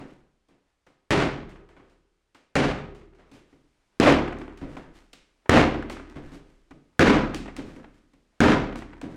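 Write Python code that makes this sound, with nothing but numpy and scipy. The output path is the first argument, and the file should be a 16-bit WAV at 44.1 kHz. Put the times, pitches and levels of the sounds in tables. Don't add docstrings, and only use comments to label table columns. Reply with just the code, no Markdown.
import sys
import numpy as np
from scipy import signal
from scipy.fft import rfft, irfft, next_fast_len
from scipy.io import wavfile
from scipy.ndimage import uniform_filter1d, map_coordinates

SR = 44100
rng = np.random.default_rng(int(sys.argv[2]) if len(sys.argv) > 2 else 0)


def wav_record(signal):
    frames = np.transpose(np.atleast_2d(signal))
    bounded = np.clip(frames, -1, 1)
    quanta = np.round(bounded * 32767).astype(np.int16)
    wavfile.write(sys.argv[1], SR, quanta)


N = 403956
AGE = np.arange(2 * SR) / SR
CLOCK = np.arange(N) / SR


# time in s, level in dB, crack in dB and table ring in dB against the level.
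SLAMS = [(1.1060, -9, 2, -3), (2.554, -11, 0, -0.5), (3.9992, -6, 8, 0.5), (5.4940, -6.5, 11, 1.5),
         (6.9936, -1, 0.5, -2.5), (8.404, -5, 3, -1)]
# frequency in Hz, dB per Hz.
SLAM_FAR = [(15, -39.5), (25, -10), (108, -12), (137, -0.5), (256, -3), (285, 0.5), (363, -3.5), (405, 1),
            (451, -9), (516, -5), (911, -11.5), (2220, -15), (6050, -30.5), (9570, -39.5), (16000, -69.5)]
SLAM_NEAR = [(15, -35), (25, -21), (43, -42), (76, -9), (108, -12), (309, 1.5), (344, -9.5), (516, -2.5),
             (591, -6.5), (734, -5.5), (863, -10), (2410, -15.5), (6560, -33), (16000, -54.5)]
SLAM_CLOSE = [(15, -55.5), (25, -20.5), (170, -7.5), (277, 0.5), (373, -7), (405, -5.5), (439, -8),
              (734, -12.5), (887, -17), (988, -11), (1070, -17.5), (1400, -15), (2280, -20.5),
              (6380, -36.5), (16000, -61.5)]
# frequency in Hz, dB per Hz.
CRACK = [(30, -6.5), (120, 11.5), (300, 9), (900, -15.5), (1600, -2), (3000, -16), (7000, -23),
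         (11000, -34), (16000, -50)]
# delay in s, level in dB.
WALLS = [(0.0128, -10), (0.0352, -8.5), (.078, -13), (0.115, -18)]


def slams():
    track = np.zeros(N)
    for (s, db, crack_db, ring_db), tail in zip(SLAMS, echoes(len(SLAMS))):
        place = position(s)
        hollow_hz, hollow_db = POSITIONS[place][2:4]
        spectrum = (SLAM_FAR, SLAM_NEAR, SLAM_CLOSE)[place]
        crack = amp(db + crack_db) * colour(contact(0.0013, grain=0.79), CRACK)

        echo = tail * swell(0.012 if place else 0.002) * flutter(rate_hz=170, depth_db=1.0)
        ring = amp(ring_db) * table_ring(scatter_db=1.0)
        ring += amp(hollow_db + 2) * hollow(hollow_hz, width_hz=150, t60_s=1.29)
        body = amp(db) * (colour(echo, spectrum) + ring * swell(0.002))
        add(track, s, crack + body)

        squelch = treble(contact(0.022, grain=1.0), hz=4000, db=-8.0)
        add(track, s + 0.06, amp(db - 7.5) * colour(squelch, spectrum))

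        bounce = signal.sosfilt(signal.butter(3, 3500, fs=SR, output="sos"), crack)
        for delay_s, wall_db in WALLS:
            add(track, s + delay_s, amp(wall_db) * bounce)
    return track


# frequency in Hz, level in dB, t60 in s.
TABLE = [(35.8, -25, 1.8), (71, -21.5, 1.2), (83.8, -13, 0.34), (112.2, -25, 1.1), (142.8, -12.5, 0.77),
         (229.5, -14, 0.73), (278, -7, 0.49), (304, -23.5, 0.27), (404.5, -20, 0.95), (520.7, -15, 0.66),
         (765, -22, 0.65), (974, -23.5, 0.6), (1211, -25, 0.29), (1257, -27.5, 0.87), (1500, -27.5, 0.73),
         (2117, -26, 0.62), (2320, -28.5, 0.29)]


def table_ring(scatter_db, weight_db=0):
    hz, db, t60_s = np.transpose(TABLE)[:, :, None]
    strength_db = db + scatter_db * rng.standard_normal(db.shape) + weight_db * (hz < 200)
    modes = amp(strength_db - 60 * AGE / t60_s) * np.sin(2 * np.pi * hz * AGE)
    return np.sum(modes, axis=0)


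def through_boards(x, ring_db):
    ring = sum(amp(-60 * AGE / t60_s) * np.sin(2 * np.pi * hz * AGE)
               for hz, _, t60_s in TABLE if hz > 300)
    return x + amp(ring_db) * signal.fftconvolve(x, ring / np.linalg.norm(ring))[:N]


def hollow(hz, width_hz, t60_s):
    f = np.fft.rfftfreq(len(AGE), 1 / SR)
    phase = np.exp(2j * np.pi * rng.random(len(f)))
    cluster = irfft(phase / (1 + (2 * (f - hz) / width_hz) ** 4))
    return cluster / cluster.std() * amp(-60 * AGE / t60_s)


def knock(hz, seconds):
    u = AGE / seconds
    return u * np.exp(1 - u) * np.sin(2 * np.pi * hz * AGE)


# frequency in Hz, dB per Hz.
BUMP = [(25, -24.5), (150, -1.5), (220, -6), (290, 0), (380, -9), (600, -14.5), (1000, -38.5), (3000, -41),
        (9000, -68.5)]
BOOM = [(15, -4), (32, -1.5), (48, -7), (72, -3), (110, -8.5), (200, -18), (600, -59.5), (3000, -69.5)]


def bumps(rows):
    thud, boom, wood = np.zeros((3, N))
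    for (s, db, boom_db), tail in zip(rows, echoes(len(rows))):
        place = POSITIONS[position(s)]
        push = amp(db) * tail * swell(0.014)
        add(thud, s, push)
        add(boom, s, amp(boom_db) * push)

        direct = amp(place[4] - 9.5) * knock(hz=271.7, seconds=0.0094)
        deep = amp(boom_db - 14.0) * knock(hz=76.6, seconds=0.0061)
        ring = amp(-13.5) * table_ring(scatter_db=1.5, weight_db=boom_db + 9.5) * swell(0.0014)
        ring += amp(-22.5) * hollow(place[2], width_hz=130, t60_s=0.62) * swell(0.0084)
        add(wood, s, amp(db) * (direct + ring + deep))
    return wood + amp(-11.5) * colour(thud, BUMP) + amp(-12.5) * colour(boom, BOOM)


# frequency in Hz, dB per Hz.
PAT = [(60, -15), (300, 4), (700, 2), (1400, -1), (2200, -4.5), (3200, -14), (5000, -29), (8000, -34.5),
       (16000, -58)]


def pats(rows):
    return amp(-4) * through_boards(touches(rows, PAT, grain=0.74, room_db=-12.5), ring_db=-24)


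# frequency in Hz, dB per Hz.
PEEL = [(200, -24), (1000, -10.5), (2500, 1.5), (4500, -4.5), (8500, -11), (11500, -23), (16000, -26)]


def peels(rows):
    return amp(-2) * touches(rows, PEEL, grain=0.42, room_db=-10.5)


# frequency in Hz, dB per Hz.
RUB = [(100, -2), (350, 6), (700, 2), (2200, -4.5), (4500, -13.5), (8500, -20), (12000, -30), (16000, -40)]


def rubs(rows):
    track = np.zeros(N)
    for (s, db, seconds, bright_db), tail in zip(rows, echoes(len(rows))):
        stroke = touch(s, seconds, tail, grain=1.0, room_db=-4.5) * swell(seconds / 2)
        add(track, s, amp(db) * treble(stroke, hz=2250, db=bright_db))
    return amp(-7) * through_boards(colour(track, RUB), ring_db=-26.5)


PAT_S, TEAR_S = 0.0034, 0.0014
SCRAPE_LEAD_S = 0.01
DRAG_AFTER_S, DRAG_S, DRAG_DB = 0.05, 0.046, -16
# start in s, palm in dB, sticky tear in dB,
# delay to the tip in s, thud in dB, deep boom in dB against the thud, scrape in dB.
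GRABS = [(-.05, -37.5, -51, .045, -28, -10, -34.5), (1.688, -49, -62.5, .079, -42, -12, -44),
         (3.148, -59, -67, .04, -50, -14.5, -43), (4.574, -48.5, -49.5, .042, -21, -6.5, -32.5),
         (6.097, -50, -53.5, .063, -27, 0, -32.5), (7.5646, -37, -36, .018, -22.5, -11, -31.5),
         (9.0136, -36, -43, .016, -21.5, -19.5, -33.5)]


def grabs(scrape_s=0.014, scrape_bright_db=-12, drag_bright_db=5):
    palms, tears, thuds, strokes = [], [], [], []
    for s, palm_db, tear_db, tips_after_s, thud_db, boom_db, scrape_db in GRABS:
        tipped_s = s + tips_after_s
        palms.append((s, palm_db, PAT_S))
        tears.append((s, tear_db, TEAR_S))
        thuds.append((tipped_s, thud_db, boom_db))
        strokes.append((tipped_s - SCRAPE_LEAD_S, scrape_db, scrape_s, scrape_bright_db))
        strokes.append((tipped_s + DRAG_AFTER_S, scrape_db + DRAG_DB, DRAG_S, drag_bright_db))
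    return pats(palms) + peels(tears) + bumps(thuds) + rubs(strokes)


LIFT_BOOM_DB = -16.5
STRETCH_AFTER_S, STRETCH_S = 0.16, 0.034
STRETCH_DB, STRETCH_BRIGHT_DB = -17.5, 9.5
# start in s, thud in dB, smack in dB, sticky tear in dB,
# slide in dB, slide contact in s, slide brightness in dB.
LIFTS = [(.485, -51, -65.5, -67.5, -53.5, 0.006, -5), (1.896, -53, -65, -66.5, -65.5, .016, 7),
         (3.3142, -37, -55, -55.5, -46.5, .03, 7), (4.767, -31.5, -35, -55.5, -33, 0.0082, -12),
         (6.318, -30.5, -49.5, -56.5, -42.5, 0.019, 6), (7.761, -31.5, -45.5, -59, -45, 0.0115, -1)]


def lifts(smack_s=0.003, tear_s=0.002):
    thuds, smacks, tears, strokes = [], [], [], []
    for s, thud_db, smack_db, tear_db, slide_db, slide_s, bright_db in LIFTS:
        thuds.append((s, thud_db, LIFT_BOOM_DB))
        smacks.append((s, smack_db, smack_s))
        tears.append((s, tear_db, tear_s))
        strokes.append((s, slide_db, slide_s, bright_db))
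        strokes.append((s + STRETCH_AFTER_S, slide_db + STRETCH_DB, STRETCH_S, STRETCH_BRIGHT_DB))
    return bumps(thuds) + pats(smacks) + peels(tears) + rubs(strokes)


# start in s, sticky tear in dB, flap in dB, slide in dB.
FOLDS = [(1.4918, -55, -49, -67), (2.9482, -56.5, -47.5, -59), (4.3854, -50, -51, -54.5),
         (5.8977, -37.5, -30, -36), (7.3452, -29, -35.5, -43), (8.757, -40.5, -43, -40)]


def folds(tear_s=0.00093, slide_s=0.018, bright_db=7):
    tears = peels([(s, db, tear_s) for s, db, _, _ in FOLDS])
    flaps = pats([(s, db, PAT_S) for s, _, db, _ in FOLDS])
    slides = rubs([(s, db, slide_s, bright_db) for s, _, _, db in FOLDS])
    return tears + flaps + slides


CATCH_S, CATCH_BOOM_DB = 0.005, -7.5
# start in s, palm in dB, sticky tear in dB, thud in dB.
CATCHES = [(.865, -51.5, -62, -51.5), (2.346, -48.5, -55, -53), (3.525, -57.5, -76, -44),
           (5.1305, -48.5, -43, -49.5), (6.708, -44.5, -57, -35.5), (8.134, -57.5, -64, -49.5)]


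def catches(tear_s=0.0023):
    claps = pats([(s, db, CATCH_S) for s, db, _, _ in CATCHES])
    smacks = peels([(s, db, tear_s) for s, _, db, _ in CATCHES])
    thuds = bumps([(s, db, CATCH_BOOM_DB) for s, _, _, db in CATCHES])
    return claps + smacks + thuds


FINGERS_FROM_S, FINGERS_SPAN_S = 0.26, 0.33
FINGERS_DB, FINGERS_FADE_DB_PER_S = -28, 38
ACROSS_ROOM_DB = -17
# start in s, level in dB, contact in s.
PATS = [(1.5538, -46, 0.0052), (1.7647, -46.5, .003), (4.323, -30, 0.0027), (4.4791, -37, 0.0011),
        (5.457, -43.5, .003), (5.7399, -27.5, .004), (5.823, -30, 0.0022), (7.4762, -35, 0.0067),
        (7.8406, -41, 0.0035), (8.7248, -34.5, .0026), (8.9275, -40, 0.005)]


def patting():
    delays_s = FINGERS_SPAN_S * rng.random((len(SLAMS), 2))
    random_pats = []
    for (s, *_), row in zip(SLAMS, delays_s):
        distance_db = 0 if position(s) else ACROSS_ROOM_DB
        for delay_s in row:
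            db = FINGERS_DB - FINGERS_FADE_DB_PER_S * delay_s + distance_db
            random_pats.append((s + FINGERS_FROM_S + delay_s, db, PAT_S))
    return pats(PATS + random_pats)


CRACKLE_PER_S, CRACKLE_DB = 81, -38
WORK_FROM_S, WORK_S = 0.22, 0.62
# frequency in Hz, dB per Hz.
CRACKLE = [(200, -16.5), (900, -1), (1700, -0.5), (2600, -12), (4000, -19), (9000, -33), (16000, -62.5)]


def crackle(scatter_db=3.0, room_db=-4):
    ticks = np.zeros(N)
    for s, *_ in SLAMS:
        chance, size = rng.random(SR), rng.standard_normal(SR)
        fires = (chance < CRACKLE_PER_S / SR) * (AGE[:SR] < WORK_S)
        burst = fires * np.sign(size) * amp(scatter_db * np.abs(size))
        distance_db = 0 if position(s) else ACROSS_ROOM_DB
        add(ticks, s + WORK_FROM_S, amp(CRACKLE_DB + distance_db) * burst)
    tail = echoes(1)[0]
    wet = signal.fftconvolve(ticks, tail / np.linalg.norm(tail))[:N]
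    return colour(ticks + amp(room_db) * wet, CRACKLE)


RAISE_BEFORE_S, RAISE_S, RAISE_DB = 0.59, 0.07, -62
SWING_BEFORE_S, SWING_S, SWING_DB = 0.11, 0.056, -62


def swings(bright_db=-2, raise_bright_db=8):
    near = [s for s, *_ in SLAMS if position(s)]
    raises = [(s - RAISE_BEFORE_S, RAISE_DB, RAISE_S, raise_bright_db) for s in near]
    falls = [(s - SWING_BEFORE_S, SWING_DB, SWING_S, bright_db) for s in near]
    return rubs(raises + falls)


# frequency in Hz, dB per Hz.
QUIET = [(20, -5), (60, -3), (150, -14.5), (350, -12.5), (700, -15.5), (2000, -19), (5000, -25),
         (9000, -30), (16000, -51)]


def room_tone():
    level_db = np.where(position(CLOCK), -73, -78)
    return amp(level_db) * colour(rng.standard_normal(N), QUIET)


# frequency in Hz, t60 in s.
KITCHEN = [(30, 1.2), (70, 0.53), (170, 0.6), (330, 0.54), (550, 0.58), (1200, 0.56), (3200, .52),
           (8400, 0.41), (15000, 0.19)]


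def echoes(count):
    hz, t, z = signal.stft(rng.standard_normal((count, SR + SR // 2)), SR, nperseg=512)
    decay = amp(-60 * t / along(KITCHEN, hz)[:, None])
    tails = signal.istft(z * decay, nperseg=512)[1]
    return np.pad(tails, ((0, 0), (0, len(AGE) - tails.shape[1])))


# start in s,
# limiter ceiling in dB, hollow ring in Hz, hollow ring in dB, direct sound in dB.
POSITIONS = [(0, -18.5, 370, -25.5, -7.5), (3.501, -10.5, 310.5, -17.5, -2), (6.45, -12.5, 273, -23, 0.5)]


def position(s):
    return np.searchsorted(np.array(POSITIONS)[1:, 0], s)


def touch(s, seconds, tail, grain, room_db):
    wet = amp(room_db - POSITIONS[position(s)][4])
    return (contact(seconds, grain) + wet * tail * swell(2 * seconds)) / np.hypot(1, wet)


def touches(rows, spectrum, grain, room_db):
    track = np.zeros(N)
    for (s, db, seconds), tail in zip(rows, echoes(len(rows))):
        add(track, s, amp(db) * touch(s, seconds, tail, grain, room_db))
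    return colour(track, spectrum)


def contact(seconds, grain):
    u = AGE / max(seconds, 1 / SR)
    clicks = rng.standard_normal(len(AGE)) * np.exp(grain * rng.standard_normal(len(AGE)))
    return crest(clicks * u * np.exp(-u), size=220)


def crest(x, size):
    return x / np.sqrt(uniform_filter1d(x * x, size).max())


def swell(seconds):
    return 1 - np.exp(-AGE / max(seconds, 1 / SR))


def flutter(rate_hz, depth_db):
    knots = rng.standard_normal(int(AGE[-1] * rate_hz) + 4)
    return amp(depth_db * map_coordinates(knots, [AGE * rate_hz]))


def treble(x, hz, db):
    low = signal.sosfilt(signal.butter(1, min(hz, SR / 3), fs=SR, output="sos"), x)
    return low + amp(db) * (x - low)


def colour(x, points):
    m = 2 * next_fast_len(len(x) // 2 + 4096)
    gain = amp(along(points, np.fft.rfftfreq(m, 1 / SR)))
    cepstrum = irfft(np.log(gain / np.sqrt(np.mean(gain ** 2))))
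    cepstrum[1:m // 2] *= 2
    cepstrum[m // 2 + 1:] = 0
    return irfft(rfft(x, m) * np.exp(rfft(cepstrum)))[:len(x)]


def along(points, hz):
    f, v = np.transpose(points)
    return np.interp(np.log(hz + 1), np.log(f + 1), v)


def amp(db):
    return 10 ** (np.asarray(db) / 20)


def add(track, s, x):
    start = round(s * SR)
    x = x[max(-start, 0):]
    part = track[max(start, 0):][:len(x)]
    part += x[:len(part)]


def scene():
    handwork = grabs() + lifts() + folds() + catches() + patting() + crackle()
    return (slams() + handwork + swings() + room_tone())[None]


def limiter(x, ceiling_db, release_db_per_s):
    power = np.abs(uniform_filter1d(x * x, size=260)) + 1e-12
    needed_db = np.minimum(0, ceiling_db - 10 * np.log10(power))
    climb_db = release_db_per_s * CLOCK
    gain_db = np.minimum.accumulate(needed_db - climb_db) + climb_db
    return x * amp(uniform_filter1d(gain_db, size=60))


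TOP_HZ = 15900


def record(dry):
    ceiling_db = np.array(POSITIONS)[position(CLOCK), 1]
    held = limiter(dry[0], ceiling_db, release_db_per_s=134.0)
    rounded = held / (1 + (held / 0.8) ** 8) ** (1 / 8)
    m = next_fast_len(N + SR // 2)
    passband = np.fft.rfftfreq(m, 1 / SR) < TOP_HZ
    return irfft(rfft(rounded, m) * passband, m)[None, :N]


dry = scene()
out = record(dry)
wav_record(out)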